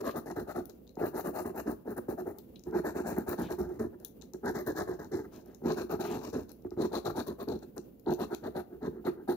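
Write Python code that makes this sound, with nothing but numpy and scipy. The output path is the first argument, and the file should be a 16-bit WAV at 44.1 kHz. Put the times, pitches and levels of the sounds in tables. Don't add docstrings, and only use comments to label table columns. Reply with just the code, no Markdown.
import sys
import numpy as np
from scipy import signal
from scipy.fft import rfft, irfft
from scipy.io import wavfile
from scipy.ndimage import uniform_filter1d

SR = 44100
rng = np.random.default_rng(int(sys.argv[2]) if len(sys.argv) > 2 else 0)


def file_out(sig):
    cols = np.atleast_2d(sig).T
    lim = np.clip(cols, -1, 1)
    pcm = np.round(lim * 32767).astype(np.int16)
    wavfile.write(sys.argv[1], SR, pcm)


def nominal_scale(level):
    x = np.asarray(level, float) / 20
    return 10 ** x


N = 412758


def rms_one(x):
    return x / np.sqrt(np.mean(x ** 2) + 1e-20)


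def at_hz(points, hz):
    points = np.array(points)
    return np.interp(np.log(np.maximum(hz, 1)), np.log(points[:, 0]), points[:, 1])


def drift(rate):
    r = np.exp(-32 * np.pi * rate / SR)
    noise = rng.standard_normal(N // 16 + 2002)
    slow = signal.lfilter([1], [1, -2 * r, r * r], noise)[2000:]
    return np.interp(np.arange(N) / 16, np.arange(len(slow)), rms_one(slow))


def grains(per_s, size_db):
    sizes = nominal_scale(size_db * np.minimum(rng.exponential(1, N), 4)) * rng.choice([-1, 1], N)
    return rms_one(sizes * (rng.random(N) < per_s / SR))


def band(x, low_hz, high_hz):
    return signal.sosfilt(signal.butter(2, [low_hz, high_hz], "band", fs=SR, output="sos"), x)


def bell(x, hz, width, gain_db):
    w, a = 2 * np.pi * hz / SR, nominal_scale(gain_db / 2)
    k = np.sin(w) * width / hz / 2
    return signal.lfilter([1 + k * a, -2 * np.cos(w), 1 - k * a], [1 + k / a, -2 * np.cos(w), 1 - k / a], x)


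def body(force, modes, gains):
    out, power = np.zeros((2, N)), 0
    for k, (hz, width, left_db, right_db, lag) in enumerate(modes):
        r, w = np.exp(-np.pi * width / SR), 2 * np.pi * hz / SR
        drive = (-1) ** k * (1 - r) * gains[k] * force + 1e-18
        for side, (level_db, phase) in enumerate([(left_db, w), (right_db, w - lag)]):
            taps = [0, np.sin(phase), r * np.sin(w - phase)]
            out[side] += nominal_scale(level_db) * signal.lfilter(taps, [1, -2 * r * np.cos(w), r * r], drive)
        power += nominal_scale(2 * left_db) * (1 - r) / 4
    return out / np.sqrt(power)


def wander(modes, spread_db, rate):
    return [nominal_scale(spread_db * drift(rate)) for _ in modes]


# (start t/s, coating grit level/dB, coin ring level/dB, hollow under fingers level/dB, opening to port level/dB)
BOUTS = [(0, -12, -0.5, 2.5, 1.5), (.969, -15, 0.5, 4.5, 6.5), (1.849, -18, -1, 6, 9),
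         (2.716, -11.5, -1.5, 1.5, 0), (3.9, -26, 0, -2, 5), (4.426, -9.5, -1.5, -8, -1),
         (5.623, -6, 2, 8, -4.5), (6.766, -11, 9, 8, -1), (7.7, -17, -5, 3, 5), (8.057, -18.5, 10.5, 9, 1),
         (8.807, -16.5, 9, 6, 0.5)]
GRIT, COIN_RING, HOLLOW, OPENING = 1, 2, 3, 4


def bout_at(s):
    bouts = np.array(BOUTS)
    number = np.maximum(np.searchsorted(bouts[:, 0] - .02, s) - 1, 0)
    rows = bouts[number]
    return rows.T, s - rows[:, 0]


SETTLE_S = 0.98


def shade(palm_db, axis=None, share=1, mean_db=0):
    bout, since = bout_at(np.arange(N) / SR)
    level_db = np.interp(since, [0, SETTLE_S], palm_db)
    if axis:
        level_db = level_db + share * (bout[axis] - mean_db)
    return nominal_scale(uniform_filter1d(level_db, size=2000))


# (start t/s, length t/s, table
# level/dB, skim level/dB, extra tearing level/dB)
STROKES = [(0.0, 0.015, -34.5, -6.5, 2), (0.017, 0.086, -38.5, 0.5, 0), (0.137, 0.06, -36, -3, -2.5),
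           (0.25, 0.041, -41, -3.5, -3), (0.295, 0.028, -35.5, -5, 0.5), (0.355, 0.07, -35, -8, -0.5),
           (0.464, 0.053, -47, 4.5, -1.5), (0.542, 0.068, -35.5, -6.5, 0.5),
           (0.967, 0.11, -34, -6, -0.5), (1.124, 0.081, -39.5, 1, -0.5),
           (1.234, 0.071, -34.5, -5.5, 1), (1.322, 0.095, -39.5, -0.5, 3),
           (1.443, 0.069, -36.5, -7.5, -0.5), (1.535, 0.068, -40.5, 2.5, -2),
           (1.653, 0.08, -35.5, -5, -5), (1.846, 0.087, -37, -11, 0.5), (1.957, 0.033, -41, 0, -1),
           (2.078, 0.063, -36, -7.5, 3), (2.167, 0.051, -42.5, -2.5, 0), (2.253, 0.065, -38.5, -6, 0),
           (2.718, 0.077, -30, -11, 2), (2.832, 0.081, -34.5, -5, 0.5),
                  (2.939, 0.082, -37.5, -5, -0.5), (3.031, 0.11, -37, -3.5, 4.5),
                  (3.159, 0.08, -37, -9.5, 3), (3.259, 0.05, -38.5, -1.5, 2),
                  (3.308, 0.038, -36.5, -3.5, 1.5), (3.371, 0.092, -32.5, -7.5, 1.5),
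                  (3.48, 0.061, -39.5, -2, 2.5), (3.577, 0.093, -36.5, -10, 0.5),
                  (3.683, 0.11, -44, -12, 1), (3.788, 0.08, -33, -12, -1.5),
                  (4.426, 0.077, -33.5, -7, -1.5), (4.537, 0.086, -36.5, -7, 1),
                  (4.66, 0.065, -32.5, -8.5, 0.5), (4.743, 0.087, -35.5, -3.5, 2.5),
                  (4.868, 0.09, -36, -11, 1.5), (4.982, 0.084, -42, -8, -1), (5.111, 0.11, -35.5, -12, 1.5),
           (5.626, 0.1, -30, -9, -1.5), (5.756, 0.081, -35.5, -6.5, 0),
                 (5.888, 0.074, -36, -5.5, -0.5), (5.987, 0.04, -37.5, -3.5, 0.5),
                 (6.025, 0.062, -37, -5.5, 0.5), (6.087, 0.11, -36.5, -7, -0.5),
                 (6.207, 0.092, -43.5, -4.5, 3.5), (6.323, 0.1, -34.5, -10.5, -2),
                 (6.764, 0.093, -28, -11.5, -1), (6.91, 0.078, -36, -2.5, 0),
                 (7.042, 0.043, -33.5, -2.5, -0.5), (7.093, 0.024, -32.5, -6, -4),
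                 (7.143, 0.072, -38, -0.5, 1.5), (7.262, 0.067, -34.5, -10.5, -1),
                 (7.38, 0.054, -40.5, -2, -2), (7.471, 0.1, -32, -12.5, -1.5),
                 (8.056, 0.072, -31, -10, 3.5), (8.179, 0.069, -35, -2.5, 2),
                 (8.295, 0.053, -40.5, -1, 2.5), (8.425, 0.061, -37.5, -4.5, -2),
                 (8.542, 0.069, -38, -2.5, 0.5), (8.806, 0.071, -30.5, -11.5, -1.5),
                 (9.04, 0.059, -35, -3.5, 0), (9.273, 0.065, -33, -5.5, 1)]
# (start t/s, length t/s, table level/dB, rasp over table level/dB)
SHIFTS = [(0.689, 0.021, -49.5, -12), (2.339, 0.062, -52, -22), (2.656, 0.057, -40, -36),
          (3.922, 0.035, -46.5, -40), (3.981, 0.11, -55, -22), (4.205, 0.038, -57, -14),
          (4.332, 0.027, -45.5, -25), (5.232, 0.036, -49.5, -22), (5.312, 0.057, -52, -10.5),
          (5.362, 0.061, -55, -17), (5.429, 0.14, -54, -23), (6.479, 0.039, -57.5, -3.5),
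          (6.652, 0.024, -49.5, -30), (6.708, 0.037, -51, -27), (7.615, 0.031, -46.5, -16),
          (7.759, 0.03, -39.5, -23), (8.693, 0.082, -47, -42), (8.914, 0.1, -44, -43),
          (9.153, 0.089, -45, -46)]
PEAK_SHARE, PEAK_LATER_PER_DB = 0.76, 0.07
FIRST_PEAK_SHARE, SHIFT_PEAK_SHARE = 0.78, 0.45
RASP_PER_SKIM = 1.16
SHIFT_CARD_DB, SHIFT_CARD_PER_RASP = -4, 0.24


def strokes():
    start, length, table_db, skim, tearing_db = np.transpose(STROKES)
    bout, since = bout_at(start)
    first = since < .02
    share = np.where(first, FIRST_PEAK_SHARE, PEAK_SHARE + PEAK_LATER_PER_DB * skim)
    rasp_db = bout[GRIT] + RASP_PER_SKIM * skim + tearing_db
    scrapes = [start, length, share, table_db, skim, rasp_db]
    start, length, table_db, rasp_db = np.transpose(SHIFTS)
    share = SHIFT_PEAK_SHARE + 0 * start
    card_db = SHIFT_CARD_DB + SHIFT_CARD_PER_RASP * rasp_db
    shifts = [start, length, share, table_db, card_db, rasp_db]
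    rows = np.hstack([scrapes, shifts]).T
    rows[:, 2] = np.clip(rows[:, 2], .1, .95)
    return rows


def stroke_shape(levels_db, rise, fall, spill, mid=0, follows=1):
    out, t = np.zeros(N), np.arange(N) / SR
    for (start, length, share, *_), level_db in zip(strokes(), levels_db):
        share = np.clip(mid + follows * (share - mid), .05, 1)
        top, end = start + share * length, start + (1 + spill) * length
        span = slice(int(start * SR), int(end * SR))
        turn = np.interp(t[span], [start, top, end], [0, np.pi / 2, np.pi])
        power = np.where(turn < np.pi / 2, rise, fall)
        out[span] += nominal_scale(level_db) * np.abs(np.sin(turn)) ** power
    return out


def blows(events, level_db):
    out, rows = np.zeros(N), np.array(events)
    out[(rows[:, 0] * SR).astype(int)] = nominal_scale(rows[:, 1] + level_db)
    return out


# (f/Hz, level per Hz/dB)
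FLOOR = [(15, -44), (25, 0), (102, -7), (212, 2.5), (476, -4.5), (887, -25), (1650, -35), (2480, -37.5),
         (2760, -34.5), (3080, -36.5), (8360, -45.5), (9570, -43), (10700, -42), (14800, -30), (16000, -27)]
# (f/Hz, likeness [-1 to 1])
FLOOR_LIKENESS = [(60, 0.41), (180, 1), (550, 0.16), (1650, 0.036), (4970, -0.039), (15000, 0.048)]
# (f/Hz, left over right level/dB)
FLOOR_BALANCE = [(60, 0), (300, -3.5), (700, -1), (2500, 8), (5000, 4), (8000, 15), (10000, 9.5),
                 (12000, 5), (15000, 11)]
FLOOR_DB, HUM_DB, MAINS_HZ = -54.5, -65.5, 60


def room_floor():
    hz = np.arange(N // 2 + 1) * SR / N
    mid, side = rfft(rng.standard_normal((2, N)))
    alike = np.clip(at_hz(FLOOR_LIKENESS, hz), -.9, .99)
    lean = at_hz(FLOOR_BALANCE, hz) / 2
    left = (np.sqrt(1 + alike) * mid + np.sqrt(1 - alike) * side) * nominal_scale(lean)
    right = (np.sqrt(1 + alike) * mid - np.sqrt(1 - alike) * side) * nominal_scale(-lean)
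    noise = rms_one(irfft(nominal_scale(at_hz(FLOOR, hz)) * [left, right], N))
    hum = nominal_scale(HUM_DB) * np.sin(2 * np.pi * MAINS_HZ * np.arange(N) / SR)
    return nominal_scale(FLOOR_DB + 2.1 * drift(12.0)) * noise + hum


def room(x, t60):
    t = np.arange(SR // 2) / SR
    tail = rng.standard_normal((2, SR // 2)) * nominal_scale(-60 * t / t60) * np.clip((t - .004) / 0.0031, 0, 1)
    return signal.fftconvolve(x, tail / np.sqrt(np.sum(tail ** 2) / 2), axes=1)[:, :N]


# (from t/s, to t/s, f/Hz, width f/Hz, level/dB)
POSES = [(0, .66, 2270, 400, -1), (.95, 1.8, 3500, 500, -8), (.95, 1.8, 2750, 600, 6),
         (1.82, 2.35, 3320, 500, -9), (2.697, 3.38, 3230, 600, -11), (2.706, 3.38, 2260, 700, 5.5),
         (3.56, 3.9, 2600, 600, -5), (4.41, 5.3, 2500, 500, -3), (4.41, 5.3, 1650, 300, 3.5),
         (5.6, 6.1, 8100, 2000, -3), (5.6, 6.0, 3400, 500, -3), (6.75, 7.65, 2820, 600, -5),
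         (6.748, 7.657, 1680, 500, -4), (8.046, 8.657, 1520, 450, 5.5), (8.042, 8.3, 2260, 300, -10),
         (8.04, 9.36, 4900, 600, -3), (6.75, 7.65, 5000, 600, -2), (8.17, 8.28, 2950, 500, 4),
         (6.03, 6.2, 2800, 900, 3), (5.6, 6.45, 1800, 500, -3), (1.32, 1.45, 4600, 1200, 3),
         (2.64, 2.73, 1600, 900, -7), (5.6, 5.7, 600, 300, 3), (8.8, 9.36, 750, 300, -3),
         (1.3, 1.45, 750, 300, -3), (3.57, 3.9, 400, 150, -3), (4.85, 5.1, 400, 150, -3),
         (.45, .7, 400, 150, -3), (6.55, 6.82, 280, 100, 4), (1.45, 1.8, 5500, 2000, -3)]
POSE_FADE_S = .03


def cupped_hand(x):
    out = x.copy()
    for start, end, *pose in POSES:
        span = slice(int(start * SR), min(int(end * SR), N))
        t = np.arange(span.stop - span.start) / SR
        fade = np.clip(np.minimum(t, t[::-1]) / POSE_FADE_S, 0, 1)
        out[:, span] += fade * (bell(out[:, span], *pose) - out[:, span])
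    return out


# (start t/s, length t/s, level/dB)
BRUSHES = [
    (0.038, 0.1, -58.5),
    (3.397, .11, -58),
    (5.302, 0.11, -69),
    (5.42, 0.15, -78),
    (6.024, 0.15, -56.5),
    (8.188, 0.063, -63),
]
BRUSH_HZ = (2180, 3900)


def brushes():
    t = np.arange(N) / SR
    swell = 0
    for s, length, level_db in BRUSHES:
        swell = swell + nominal_scale(level_db) * np.sin(np.pi * np.clip((t - s) / length, 0, 1))
    return swell * rms_one(band(grains(5000, size_db=1.5), *BRUSH_HZ)) * nominal_scale([[3], [-6]])


# (t/s, f/Hz, level/dB)
REGRIPS = [
    (.697, 3900, -59),
    (.868, 3770, -55),
    (2.386, 3760, -47),
    (2.558, 3460, -44),
    (4.047, 3760, -39.5),
    (4.214, 3530, -46),
]


def regrips():
    out, t = np.zeros(N), np.arange(3000) / SR
    for (s, hz, level_db), shake in zip(REGRIPS, rng.standard_normal((len(REGRIPS), 3000))):
        ring = band(shake * nominal_scale(-60 * t / 0.051), hz - 450, hz + 600)
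        out[int(s * SR):int(s * SR) + 3000] += nominal_scale(level_db + 8) * ring
    return out * nominal_scale([[0], [-16]])


# (t/s, peak level/dB, hardness [0
TICKS = [(0.6552, -29.5, 1.94), (0.696, -32.5, 1.47), (0.892, -43.5, 0.7), (0.954, -44, 1),
         (1.68, -39, 2.4), (2.385, -30, 1.6), (2.559, -43, 0.43), (2.594, -44, 1.3), (2.637, -41, 0.95),
         (3.184, -23, 2.2), (3.292, -22.5, 1.5), (3.419, -31, 2), (3.794, -39.5, 1.1), (4, -44.5, 2),
         (4.048, -24.5, 1.97), (4.2128, -43, 0.89), (4.221, -34, 0.61), (4.335, -32.5, 1.36),
         (4.46, -37, 2), (4.6753, -35, 1.9), (5.547, -38, 1.4), (6.2347, -38, 0.9), (6.493, -40.5, 1.4),
         (7.065, -31, 2), (7.486, -34, 0.29), (7.764, -41, 2.2), (7.7793, -26.5, 1.26), (7.9964, -43, 1.7),
         (8.1368, -28, 1.4), (8.347, -23.5, 1.53),
         (0.876, -46, 0.49), (1.985, -55, 1.8), (3.517, -32, 2), (5.4594, -46, 2), (6.02, -46, 0.8),
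          (6.433, -47, .8), (6.517, -35.5, 2), (6.622, -51, 1.6), (6.706, -45, 0.85), (9.298, -42, 2),
          (2.71, -49, 1.1), (3.386, -49, 1), (5.0, -46, 0.4), (5.045, -42, .9), (6.221, -44, 0.67),
          (7.59, -44, 1.2), (7.63, -47, 0.99), (8.062, -50, -.3), (8.146, -40, 1.1), (8.439, -49, 1.2)]
TICK_S, TICK_FALL_DB = 0.0042, 10.5


def ticks():
    out, t = np.zeros((3, N + 1200)), np.arange(1200) / SR
    events = TICKS
    for (s, peak_db, hardness), burst in zip(events, rng.standard_normal((len(events), 1200))):
        at = int(s * SR)
        burst = burst * np.exp(-3 * t / TICK_S) * np.minimum(t / 0.00032, 1)
        away = np.abs(np.arange(3)[:, None] - hardness)
        out[:, at:at + 1200] += nominal_scale(peak_db - TICK_FALL_DB * away) * burst
    return out[:, :N]


# (t/s, peak level/dB)
CATCHES = [(0.165, -27), (0.365, -20.5), (0.478, -26), (0.559, -27.5), (0.97, -22), (1.153, -19),
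           (1.452, -23), (1.874, -19), (1.971, -27), (2.083, -18), (2.666, -26), (2.958, -18.5),
           (3.178, -15.5), (3.28, -18), (3.385, -19.5), (4.445, -17.5), (4.667, -28), (4.776, -28),
           (4.886, -21), (5.618, -28), (5.895, -22), (5.936, -14.5), (5.996, -33), (6.648, -24.5),
           (7.056, -19.5), (7.177, -24), (7.272, -26), (8.324, -18), (8.556, -21), (9.048, -26),
           (0.018, -26.5), (0.075, -21), (1.012, -23), (1.045, -23), (1.245, -28), (1.493, -27),
           (1.68, -23), (2.737, -25), (2.875, -24), (3.063, -29), (3.507, -19.5), (3.598, -21),
           (3.8, -27.5), (4.555, -28), (5.127, -27.5), (5.672, -18.5), (5.772, -26), (6.282, -26),
           (6.353, -23), (6.716, -29), (6.796, -17.5), (6.96, -19), (7.484, -32), (8.079, -19.5),
           (8.092, -17), (8.215, -21), (8.232, -25), (8.455, -27.5), (8.824, -35), (9.284, -20)]
# (f/Hz, width f/Hz, left level/dB, right level/dB, right lag [rad])
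TABLE = [(61, 8.6, -13, -19, 0.08), (90.4, 20.5, -15.5, -11, 0.16), (160, 38.4, -11, -10, 0.34),
         (227.8, 33.4, -4.5, -4, 0), (304, 50.7, -5, -1.5, 0.057), (360.7, 29.8, 1, 5, 0.66),
         (426.5, 38, -2.5, -4, 0.94)]
# (f/Hz, width f/Hz, left level/dB, right level/dB, right lag [rad])
CARD = [(491, 64, -1.5, -1.5, 1.74), (643, 117.5, 3.5, -22, 0.49), (847, 195, -0.5, -4, 0.034),
        (1035, 208, -7, -10, 0.87), (1258, 178, -8.5, -19.5, 0.23), (1650, 259, -12, -10.5, 0.037),
        (1950, 410, -13.5, -16, 0.63), (2114, 520, -19.5, -27.5, 1.03)]
BITE_S, BITE_DB = 0.00801, 1.5
PALM_BASS_DB, PALM_CARD_DB = (-3.5, 5.5), (1.5, -1.5)
GRIT_MEAN_DB, CARD_PER_GRIT = -12.5, 0.28
TOP_CARD_PER_HOLLOW = -0.28
CONTACT_HZ = 2070
RIGHT_LATE = 6


def table_and_card():
    rows = strokes()
    table_db, card_db = rows[:, 3], rows[:, 4]
    slips = grains(600 * nominal_scale(3 * drift(30)), size_db=2.5)
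    bites = blows(rows[:, [0, 3]] + [BITE_S, BITE_DB], level_db=12.5)
    knock = blows(CATCHES, level_db=14.0) + bites
    table = stroke_shape(table_db + 1.32, rise=0.38, fall=0.69, spill=0.17) * slips + knock
    card_slips = rms_one(slips + 1.52 * grains(2500, size_db=3.5))
    card = stroke_shape(table_db + card_db + 6, rise=0.66, fall=0.99, spill=0.14) * card_slips
    soft_knock = signal.lfilter([.12], [1, -.88], knock)

    table_gains, card_gains = wander(TABLE, 1.88, rate=5.5), wander(CARD, 1.97, rate=4.3)
    table_gains[:2] = shade(PALM_BASS_DB) * table_gains[:2]
    speed = np.clip(stroke_shape(0 * table_db, rise=0.83, fall=0.37, spill=0.3), .3, 1)
    grip = shade(PALM_CARD_DB, axis=GRIT, share=CARD_PER_GRIT, mean_db=GRIT_MEAN_DB)
    card_gains[3:] = speed * nominal_scale(2.5) * grip * card_gains[3:]
    card_gains[5:] = shade((0, 0), axis=HOLLOW, share=TOP_CARD_PER_HOLLOW) * card_gains[5:]

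    both = body(table, TABLE, table_gains) + body(card + nominal_scale(-6) * soft_knock, CARD, card_gains)
    both[1] = np.roll(both[1], RIGHT_LATE)
    return signal.sosfilt(signal.butter(6, CONTACT_HZ, fs=SR, output="sos"), both)


# (f/Hz, width f/Hz, left level/dB, right level/dB, right lag [rad])
RING = [(2610, 960, 1, -13, 2.46), (4080, 770, 2, -46, 9)]
# (f/Hz, width f/Hz, left level/dB, right level/dB, right lag [rad])
EDGE = [(5660, 2700, 2.4, -54, 1.1), (7330, 3400, -2.5, -37, 4.9)]
# (f/Hz, width f/Hz, left level/dB, right level/dB, right lag [rad])
AIR = [(11060, 2200, -1.25, -19, 3), (12540, 1500, 1.5, -15.5, -1.5), (14560, 3000, 0.5, -51, -1)]
PALM_HOLLOW_DB, PALM_RING_DB = (-2, -3.5), (1, -1.5)
RASP_PEAK_SHARE, RASP_FOLLOWS = 0.72, 0.97


def rasp():
    rows = strokes()
    tear = stroke_shape(rows[:, 3] + rows[:, 5] + 2.36, rise=1.8, fall=1.6, spill=0.34,
                        mid=RASP_PEAK_SHARE, follows=RASP_FOLLOWS)
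    tear = tear * nominal_scale(2.28 * drift(100))
    coarse = tear * grains(7000 * nominal_scale(3.4 * drift(40)), size_db=3.5)
    fine = tear * grains(12000 * nominal_scale(3.4 * drift(40)), size_db=3.5)
    ring_tick, edge_tick, air_tick = ticks()

    hollow_gain = shade(PALM_HOLLOW_DB, axis=HOLLOW) * nominal_scale(3.5 * drift(22))
    hollow = body(nominal_scale(-10.0) * (coarse + ring_tick), RING[:1], [hollow_gain])
    ring_gain = shade(PALM_RING_DB, axis=COIN_RING) * nominal_scale(2.2 * drift(12.0))
    ring = body(nominal_scale(-5.0) * coarse + ring_tick, RING[1:], [ring_gain])
    edge = body(nominal_scale(0.5) * coarse + edge_tick, EDGE, wander(EDGE, 2.05, rate=2.3))
    air = body(shade((0, 0), axis=OPENING) * fine + air_tick, AIR, wander(AIR, 3.94, rate=17.6))

    path = .6 + .8 * drift(400)
    edge[1], air[1] = path * edge[1], path * air[1]
    low = band(hollow, 2200, 2870) + band(ring, 3250, 4650)
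    return low - band(edge, 4700, 10300) + band(air, 8500, 17500)


def scene():
    low = table_and_card()
    high = rasp() + regrips() + brushes()
    spread = high + nominal_scale(-22.0) * high[::-1]
    wet = nominal_scale(-13.0) * room(low, t60=0.41) + nominal_scale(-8.5) * room(spread, t60=0.2)
    return cupped_hand(low + high + wet) + room_floor()


# (f/Hz, width f/Hz, level/dB)
PORT_NOTCH = [
    (3280, 1500, -5),
    (3350, 2200, 2.5),
]
# (f/Hz, width f/Hz, level/dB)
PORT_DIP = [
    (8430, 1100, -4.5),
    (7100, 2200, -7),
]
# (f/Hz, width f/Hz, level/dB)
PORT_PEAK = [
    (14500, 1200, 1.5),
    (10650, 7400, 10),
]


def ports(dry):
    out = []
    for x, notch, dip, peak in zip(dry, PORT_NOTCH, PORT_DIP, PORT_PEAK):
        x = bell(x, *notch)
        x = bell(x, *dip)
        out.append(bell(x, *peak))
    return np.array(out)


TOP_OPENS_DB = -54


def top_spikes(x):
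    top = band(band(x, 16000, 16700), 16000, 16700)
    power = uniform_filter1d(top ** 2, size=200).max(axis=0)
    return top * power ** 4 / (power ** 4 + nominal_scale(8 * TOP_OPENS_DB))


def low_pass(x):
    return signal.sosfilt(signal.butter(12, 16680, fs=SR, output="sos"), x)


def record(dry):
    heard = signal.sosfilt(signal.butter(4, 45, "high", fs=SR, output="sos"), ports(dry))
    below_cut = signal.sosfilt(signal.cheby2(16, 50, 15990, fs=SR, output="sos"), heard)
    return low_pass(below_cut + top_spikes(heard))


dry = scene()
out = record(dry)
file_out(out)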